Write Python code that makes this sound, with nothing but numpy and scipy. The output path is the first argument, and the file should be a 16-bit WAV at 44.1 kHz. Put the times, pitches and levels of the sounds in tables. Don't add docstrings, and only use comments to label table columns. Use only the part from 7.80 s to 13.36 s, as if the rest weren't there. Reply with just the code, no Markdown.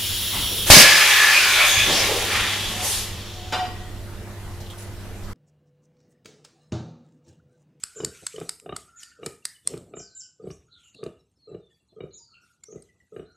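import sys
import numpy as np
from scipy import signal
from scipy.fft import rfft, irfft, next_fast_len
from scipy.io import wavfile
from scipy.ndimage import uniform_filter1d

SR = 44100
rng = np.random.default_rng(int(sys.argv[2]) if len(sys.argv) > 2 else 0)


def master(y):
    cut = np.clip(np.atleast_2d(y).T, -1, 1)
    pcm = np.round(cut * 32767)
    wavfile.write(sys.argv[1], SR, pcm.astype(np.int16))


N = 245195

# (nominal pitch [Hz], level [dB], nominal time to peak [s])
CHEST_MODES = [(156.3, -11, 0.007), (85.5, -21.5, .012), (265, -20.5, 0.01)]


def gain_of(db):
    return 10 ** (np.asarray(db) / 20)


def evened(x):
    return x / np.sqrt(np.mean(x ** 2) + 1e-20)


def read(points, hz):
    f, value = np.transpose(points)
    return np.interp(np.log(hz + 1), np.log(f + 1), value)


def add(mix, s, sound):
    part = mix[max(round(s * SR), 0):][:len(sound)]
    part += sound[:len(part)]


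def coloured(x, spectrum):
    size = next_fast_len(len(x))
    response = gain_of(read(spectrum, np.fft.rfftfreq(size, 1 / SR)))
    return irfft(rfft(x, size) * response, size)[:len(x)]


def wander(size, rate_hz):
    order = next_fast_len(size + 4096)
    hz = np.fft.rfftfreq(order, 1 / SR)
    spectrum = rfft(rng.standard_normal(order)) / (1 + (hz / rate_hz) ** 4)
    return evened(irfft(spectrum, order))[:size]


def patchy(x, depth_db, frame_count=9, bin_count=7):
    z = signal.stft(x, nperseg=512, noverlap=384)[2]
    patch = np.outer(np.hanning(bin_count * 2), np.hanning(frame_count * 2))
    field = signal.fftconvolve(rng.standard_normal(z.shape), patch, "same")
    return evened(signal.istft(z * gain_of(depth_db * evened(field)), nperseg=512, noverlap=384)[1][:N])


def yard(x, delay_s=0.0051, turn_hz=0.694):
    # (frequency [Hz], time to fall 60 dB [s])
    band_t60 = [(100, 0.46), (400, 0.34), (1500, 0.37), (5000, 0.32), (8000, 0.37), (13000, 0.53)]
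    hz, t, z = signal.stft(rng.standard_normal((3, SR)), SR, nperseg=256)
    decay = gain_of(-60 * t / read(band_t60, hz)[:, None])
    tails = signal.istft(z * decay, SR, nperseg=256)[1]
    tails *= 1 - np.exp(-(np.arange(tails.shape[1]) / SR / delay_s) ** 2)
    turn = 2 * np.pi * (turn_hz * np.arange(N) / SR + np.arange(3)[:, None] / 3)
    shares = np.cos(turn) * np.sqrt(2 / 3)
    return signal.fftconvolve(x * shares, tails / np.linalg.norm(tails[0]), axes=1)[:, :N].sum(0)


def progress(length_s):
    return np.linspace(0, 1, int(length_s * SR))


def note(glide_hz, rough, warble, warble_hz, shape_db=0, taper=0.45, stagger=.02):
    size = len(glide_hz)
    fray, shake = (wander(size, warble_hz) for _ in range(2))
    slips, swells = (wander(size, rate_hz=31.7) for _ in range(2))
    hz = glide_hz * (1 + rough * (warble * fray + stagger * slips))
    tone = np.sin(2 * np.pi * np.cumsum(hz) / SR)
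    tone = tone * (1 + .5 * rough * shake) * gain_of(shape_db + 3.4 * swells)
    return evened(tone * signal.windows.tukey(size, taper))


def air(level_db=-72.5):
    # (frequency [Hz], relative level [dB])
    air_colour = [(20, -23.5), (45, 1.5), (70, 15.5), (140, 10.5), (300, 2.5), (600, -8), (1200, -12),
                  (2500, -31.5), (4200, -14.5), (8000, -52), (11000, -80)]
    hiss = patchy(rng.standard_normal(N), depth_db=3.0)
    return gain_of(level_db) * evened(coloured(hiss, air_colour))


def fowl(direct_db=-2, echo_db=-4, arch_drop=0.0564):
    # (time [s], length [s], nominal top pitch [Hz], level before direct/echo gain [dB], roughness [0-1])
    calls = [(0, .48, 1466, -59.5, 0.49), (0.999, 0.51, 1410, -62, 0.46), (1.122, 0.27, 1820, -67, 0.24),
             (1.657, 0.093, 1874, -59.5, 0.98), (2.103, 0.44, 1532, -68, 0.11),
             (2.858, .22, 1400, -69.5, 0.48), (4.466, 0.3, 1387, -68, 0.7), (5.38, 0.21, 1470, -70, 0.45)]
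    out = np.zeros(N)
    for s, length_s, top_hz, db, rough in calls:
        arch_hz = top_hz * (1 - arch_drop * (2 * progress(length_s) - 1) ** 2)
        add(out, s, gain_of(db) * note(arch_hz, rough, warble=0.08, warble_hz=124.1))
    return gain_of(direct_db) * out + gain_of(echo_db) * yard(out)


def chirps(direct_db=-6, echo_db=-11, fall_share=.05, rough=0.083):
    # (time [s], length [s], nominal mid pitch [Hz], level before direct/echo gain [dB])
    clear = [(1.622, 0.016, 2750, -60), (1.745, 0.029, 2980, -54), (3.367, 0.014, 2820, -64),
             (3.902, 0.029, 1810, -68.5), (4.387, 0.077, 930, -66), (4.822, 0.055, 2143, -67),
             (4.967, .023, 2020, -63.5), (5.087, 0.026, 1980, -59.5), (5.201, 0.017, 1947, -57)]
    # (lowest, highest) [Hz]
    pip_range = (2600, 8545)
    pips_per_s, pip_s, pip_db, spread_db = 7, 0.028, -71, 3
    pitches_hz = np.geomspace(*pip_range, 101)
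    faint = []
    for when, high, near in rng.random((int(pips_per_s * N / SR), 3)):
        faint.append((when * N / SR, pip_s, pitches_hz[int(high * 100)], pip_db + spread_db * (2 * near - 1)))
    out = np.zeros(N)
    for s, length_s, hz, db in clear + faint:
        fall_hz = hz * (1 - fall_share * (progress(length_s) - .5))
        add(out, s, gain_of(db) * note(fall_hz, rough, warble=.042, warble_hz=204.2))
    return gain_of(direct_db) * out + gain_of(echo_db) * yard(out)


def whistles(direct_db=-12, echo_db=-13.5, ease=1.3):
    # (time [s], length [s], start [Hz], end [Hz], level before direct/echo gain [dB], roughness [0-1])
    glides = [(2.269, 0.14, 4405, 3830, -58, 0.28), (2.402, 0.086, 3090, 2963, -55, 0.35),
              (2.7, 0.052, 5360, 6700, -46, 0.6), (2.884, .23, 4347, 2664, -50.5, 0.52),
              (3.024, .1, 7140, 6960, -54, 0.63), (3.132, 0.11, 4410, 3840, -49.5, 0.87),
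              (3.575, 0.18, 4497, 3923, -55.5, 0.11), (3.787, 0.17, 3780, 3350, -61.5, 0.02),
              (4.082, 0.048, 4190, 4100, -61, .3), (4.303, 0.0668, 4250, 3865, -51, 0.63),
              (4.531, 0.078, 2800, 2614, -50.5, 0.46), (4.609, 0.046, 6150, 5100, -62, 0.58),
              (4.842, 0.11, 5480, 6680, -46, 0.45), (5.45, 0.1, 3980, 4210, -58, 0.23)]
    out = np.zeros(N)
    for s, length_s, start_hz, end_hz, db, rough in glides:
        glide_hz = end_hz + (start_hz - end_hz) * (1 - progress(length_s)) ** ease
        add(out, s, gain_of(db) * note(glide_hz, rough, warble=.07, warble_hz=384))
    return gain_of(direct_db) * out + gain_of(echo_db) * yard(out)


def squeaks(direct_db=-12, echo_db=-10.5, slide_end_ratio=.6, slide_end_db=-16):
    # (time [s], head length [s], slide length [s], pitch scale [Hz], level before direct/echo gain [dB])
    calls = [(0.151, 0.047, 0.077, 7490, -38), (1.154, .06, 0.1, 7380, -43),
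             (2.15, 0.055, 0.081, 7630, -37.5), (2.347, .068, 0.011, 7547, -33.5),
             (4.323, 0.071, .16, 7114, -45.5)]
    # (share of the head [0-1], pitch over pitch scale [ratio], relative level [dB])
    hook = [(0, 0.97, -14), (.3, 0.94, -2), (0.451, 0.97, 1.5), (.66, 0.97, -0.5), (0.798, .8, -6),
            (1, .69, -10.5)]
    out, (share, ratio, shape_db) = np.zeros(N), np.transpose(hook)
    for s, head_s, slide_s, top_hz, db in calls:
        t = np.arange(0, head_s + slide_s, 1 / SR)
        knots_s = [*share * head_s, head_s + slide_s]
        glide_hz = top_hz * np.interp(t, knots_s, [*ratio, slide_end_ratio])
        call_db = np.interp(t, knots_s, [*shape_db, slide_end_db])
        call = note(glide_hz, rough=.35, warble=0.064, warble_hz=410, shape_db=call_db, taper=0.12)
        add(out, s, gain_of(db) * call)
    return gain_of(direct_db) * out + gain_of(echo_db) * yard(out)


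def bumps():
    # (time [s], nominal level [dB], twice the time to peak [s])
    thuds = [(0.421, -40.5, 0.016), (1.849, -46.5, 0.075), (1.981, -44, 0.056), (2.049, -48, 0.067),
             (3.144, -50, 0.02), (4.12, -52.5, 0.02)]
    # (frequency [Hz], relative level [dB])
    flesh_colour = [(40, -20.5), (100, 2), (260, 0), (420, -2), (700, -9.5), (1000, -27.5), (3000, -51.5)]
    out, t = np.zeros(N), np.arange(SR // 4) / SR
    for s, db, decay_s in thuds:
        thud = evened(coloured(rng.standard_normal(len(t)), flesh_colour))
        add(out, s, gain_of(db) * thud * t / decay_s * np.exp(1 - t / decay_s * 2))
    return out


def scuff_level(rise_db_per_s=350, fall_db_per_s=122.5, fidget_db=-82.5):
    # (time of full level [s], hold [s], level [dB])
    scuffs = [(0, .28, -56.5), (0.346, 0.3, -51.5), (.97, 0.038, -57.5), (1.214, 0.021, -53.5),
              (1.447, 0.036, -56.5), (1.882, 0.037, -54.5), (2.683, 0.047, -64.5), (3, 0.085, -69.5),
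              (3.247, 0.019, -69.5), (3.923, 0.04, -78.5), (4.638, 0.069, -70), (4.961, 0.13, -73),
              (5.203, 0.072, -77.5), (5.338, 0.05, -71.5)]
    t, power = np.arange(N) / SR, gain_of(fidget_db) ** 2
    for s, length_s, db in scuffs:
        before_db = rise_db_per_s * np.maximum(s - t, 0)
        after_db = fall_db_per_s * np.maximum(t - s - length_s, 0)
        power = power + gain_of(db - before_db - after_db) ** 2
    return 10 * np.log10(power)


def shuffle(grains_per_s=500, grit=0.43, bright_db=3, light_bright_db=3):
    # (frequency [Hz], relative level [dB])
    soil_colour = [(300, -22.5), (1000, -13), (2500, 2), (5000, -2.5), (8000, 5), (10000, -5.5),
                   (13000, -8)]
    hits = (rng.random(N) < grains_per_s / SR) * rng.standard_normal(N)
    grains = hits * gain_of(2.7 * np.minimum(rng.exponential(1, N), 4))
    rub = coloured(rng.standard_normal(N) + grit * evened(grains), soil_colour)
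    db = scuff_level()
    brisk = np.interp(db, [-66, -56], [0, 1])
    even_hiss = patchy(rub, depth_db=3)
    rustle = patchy(rub, depth_db=5.5, frame_count=8, bin_count=5)
    hiss = brisk * even_hiss + (1 - brisk) * rustle
    top = signal.sosfiltfilt(signal.butter(3, 9500, "high", fs=SR, output="sos"), hiss)
    push = np.clip((db - uniform_filter1d(db, SR // 2)) / 5, -2, 2)
    top_db = bright_db * push + light_bright_db * (-0.5 - brisk)
    return (hiss + top * (gain_of(top_db) - 1)) * gain_of(db)


def smacks(echo_db=-10, ring_echo_db=-14, bounce_s=0.0054, bounce_db=-19, lead_db=-24, lead_s=0.0047):
    # (time [s], nominal level [dB], ring pitch [Hz], ring relative level [dB], half the time to peak [s])
    bursts = [(0.0357, -23, 7740, 0.5, 0.001), (0.2462, -20.5, 7170, -2.5, 0.0011),
              (.465, -23, 7860, -0.5, 0.0014), (0.56, -44.5, 3020, 4, 0.0016),
              (.6, -39.5, 3140, -15, 0.00072), (0.6915, -20.5, 7877, -0.5, 0.00093),
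              (.799, -38.5, 2770, -9, 0.00041), (0.9627, -27, 1313, -6.5, 0.0013),
              (1.23, -38, 2960, -6.5, 0.0017), (1.46, -27, 7640, -27, 0.0016),
              (1.6518, -22, 8950, -3, 0.0013), (1.8729, -20.5, 8750, 9, 0.00084),
              (1.977, -38, 4860, -12, 0.00033), (2.711, -57, 4780, 3.5, 0.0017),
              (3.145, -58, 2730, 7, 0.0017), (3.238, -42.5, 4560, -3.5, 0.00073),
              (3.264, -52.5, 3940, 8.5, 0.00055), (4.835, -48.5, 7200, 7, .0018),
              (5.021, -55.5, 8710, 5.5, 0.0017)]
    # (frequency [Hz], relative level [dB])
    fizz_colour = [(100, -7), (750, -19.5), (1200, -0.5), (3000, -7), (4600, 5), (6200, -4), (7800, 7),
                   (9200, 3), (10200, -6.5), (13000, -11.5)]
    near, spread, t = np.zeros(N), np.zeros(N), np.arange(1024) / SR
    for s, db, ring_hz, ring_db, rise_s in bursts:
        swell = gain_of(db) * (t / (2 * rise_s)) ** 3 * np.exp(3 - 1.5 * t / rise_s)
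        fizz = evened(coloured(rng.standard_normal(len(t)), fizz_colour))
        burst = swell * fizz * np.linalg.norm(swell) / np.linalg.norm(swell * fizz)
        cavity = gain_of(ring_db) * swell * np.sqrt(2) * np.sin(2 * np.pi * ring_hz * t)
        lead = gain_of(db + lead_db) * fizz * np.exp(-t[::-1] / lead_s)
        add(near, s + rise_s - t[-1], lead)
        add(near, s, burst + cavity)
        add(near, s + bounce_s, gain_of(bounce_db) * burst)
        add(spread, s, burst + gain_of(ring_echo_db) * cavity)
    return near + gain_of(echo_db) * yard(spread)


def throb(hz, db, rise_s, t):
    push = t / rise_s * np.exp(.5 - .5 * (t / rise_s) ** 2)
    return gain_of(db) * push * np.sin(2 * np.pi * hz * t)


def hum(gap_s, snout_hz=440, rise_s=0.008, nasal_hz=1230, nasal_db=-20, second_db=-2, chest_db=-17, flutter=.25):
    t = np.arange(int(.08 * SR)) / SR
    out = np.zeros(len(t) + SR // 10)
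    for s, db in ((0, 0), (gap_s, second_db)):
        puff = throb(snout_hz * rng.normal(1, 0.022), db, rise_s, t)
        puff += throb(nasal_hz * rng.normal(1, 0.02), db + nasal_db, rise_s, t)
        puff += throb(CHEST_MODES[0][0], db + chest_db, rise_s, t)
        add(out, s, puff * (1 + flutter * wander(len(t), rate_hz=140)))
    return out


def flap(rasp_db, chest_db, stretch, spit=0.1, spit_decay_s=0.0043, crack_db=-14, crack_s=0.0011, shape_db=2.5):
    # (pitch [Hz], level [dB], time to peak [s])
    snout_mode = (403, 0, .0043)
    # (nominal pitch [Hz], nominal level [dB], nominal time to peak [s])
    throat_modes = [(675, -12.5, 0.0031), (1223, -15, 0.0033), (1670, -23.5, 0.0014), (2395, -22, 0.0027),
                    (2925, -20, 0.0028), (3744, -25, 0.004)]
    t = np.arange(4096) / SR
    closure = spit * rng.standard_normal(len(t)) * np.exp(-t / spit_decay_s)
    closure[0] += 1
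    throat = sum(throb(hz, db + rng.normal(0, shape_db), rise_s, t * rng.normal(1, 0.023))
                 for hz, db, rise_s in throat_modes)
    upper = signal.fftconvolve(closure, throat)[:len(t)]
    crack = wander(len(t), rate_hz=2200) * np.exp(-t / crack_s)
    chest = sum(throb(*mode, t * rng.normal(1, 0.072)) for mode in CHEST_MODES)
    soft_tissue = signal.butter(6, 4100, fs=SR, output="sos")
    rasp = signal.sosfilt(soft_tissue, upper / 2 + gain_of(crack_db) * crack)
    return gain_of(rasp_db) * rasp - gain_of(chest_db) * chest - throb(*snout_mode, t * stretch)


def sow(sag=0.032, echo_db=-4, puff_share=0.22, gurgle_db=-18, gurgle_s=0.032):
    # (time of middle flap [s], level [dB], opening flap relative level [dB],
    #   closing flap relative level [dB], rasp level [dB], rasp change per flap [dB], hum relative level [dB])
    grunts = [(.234, -24, -1.5, -11, -1, -6, -12.5), (.613, -26.5, -1, -37, 1.5, -.5, -10.5),
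              (.892, -30, -2.5, -1, 10, 3.5, -25.5), (1.4625, -26.5, -5, -43, 6.5, 0, -17.5),
              (1.938, -25, -10, -10.5, -3, 7.5, -21.5), (2.1686, -33, 0, -6.5, 7, 1, -21),
              (2.671, -26.5, -4.5, -6.5, -8, 12, -15), (3.2619, -25.5, 0.5, -21, 0, 0, -17.5),
              (3.746, -27.5, -7.5, -22.5, -11, 7.5, -13), (4.2366, -28, -1, -27.5, -7, -10.5, -12),
              (4.9574, -31.5, -6, -19.5, -11, -5.5, -12.5), (5.3949, -28, -1, -14.5, -2, -3, -12)]
    # (frequency [Hz], relative level [dB])
    gurgle_colour = [(60, -19.5), (155, 1), (260, -5.5), (400, -0.5), (540, -4), (700, -12), (900, -29.5),
                     (1050, -41), (1220, -19.5), (1500, -33), (5000, -63.5)]
    # (frequency [Hz], relative level [dB])
    echo_colour = [(60, 1), (150, -5.5), (400, -6), (700, -1.5), (1300, -0.5), (4000, -0.5)]
    flap_s, hum_lead_s = .032, .074
    chest_db, chest_step_db = 2, 6
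    out, t = np.zeros(N), np.arange(SR // 4) / SR
    bell = np.exp(-.5 * ((t - t.mean()) / gurgle_s) ** 2)
    for s, db, opening_db, closing_db, rasp_db, rasp_step_db, hum_db in grunts:
        add(out, s - hum_lead_s, gain_of(db + hum_db) * hum(hum_lead_s * puff_share))
        gurgle = evened(coloured(rng.standard_normal(len(t)), gurgle_colour)) * bell
        add(out, s - t.mean(), gain_of(db + gurgle_db) * gurgle)
        for k, rel_db in zip((-1, 0, 1), (opening_db, 0, closing_db)):
            slap = flap(rasp_db + k * rasp_step_db, chest_db + k * chest_step_db, 1 - sag * k)
            add(out, s + k * flap_s, gain_of(db + rel_db) * slap)
    return out + gain_of(echo_db) * coloured(yard(out), echo_colour)


def scene():
    birds = fowl() + chirps() + whistles() + squeaks()
    piglets = bumps() + shuffle() + smacks()
    mono = air() + birds + piglets + sow()
    return np.array([mono, mono])


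def record(dry, low_cut_hz=37, edge_hz=13150):
    thinned = signal.sosfilt(signal.butter(3, low_cut_hz, "high", fs=SR, output="sos"), dry)
    band_limit = signal.firwin(401, edge_hz, window=("kaiser", 8), fs=SR)
    return signal.oaconvolve(thinned, band_limit[None], "same", axes=1)


dry = scene()
out = record(dry)
master(out)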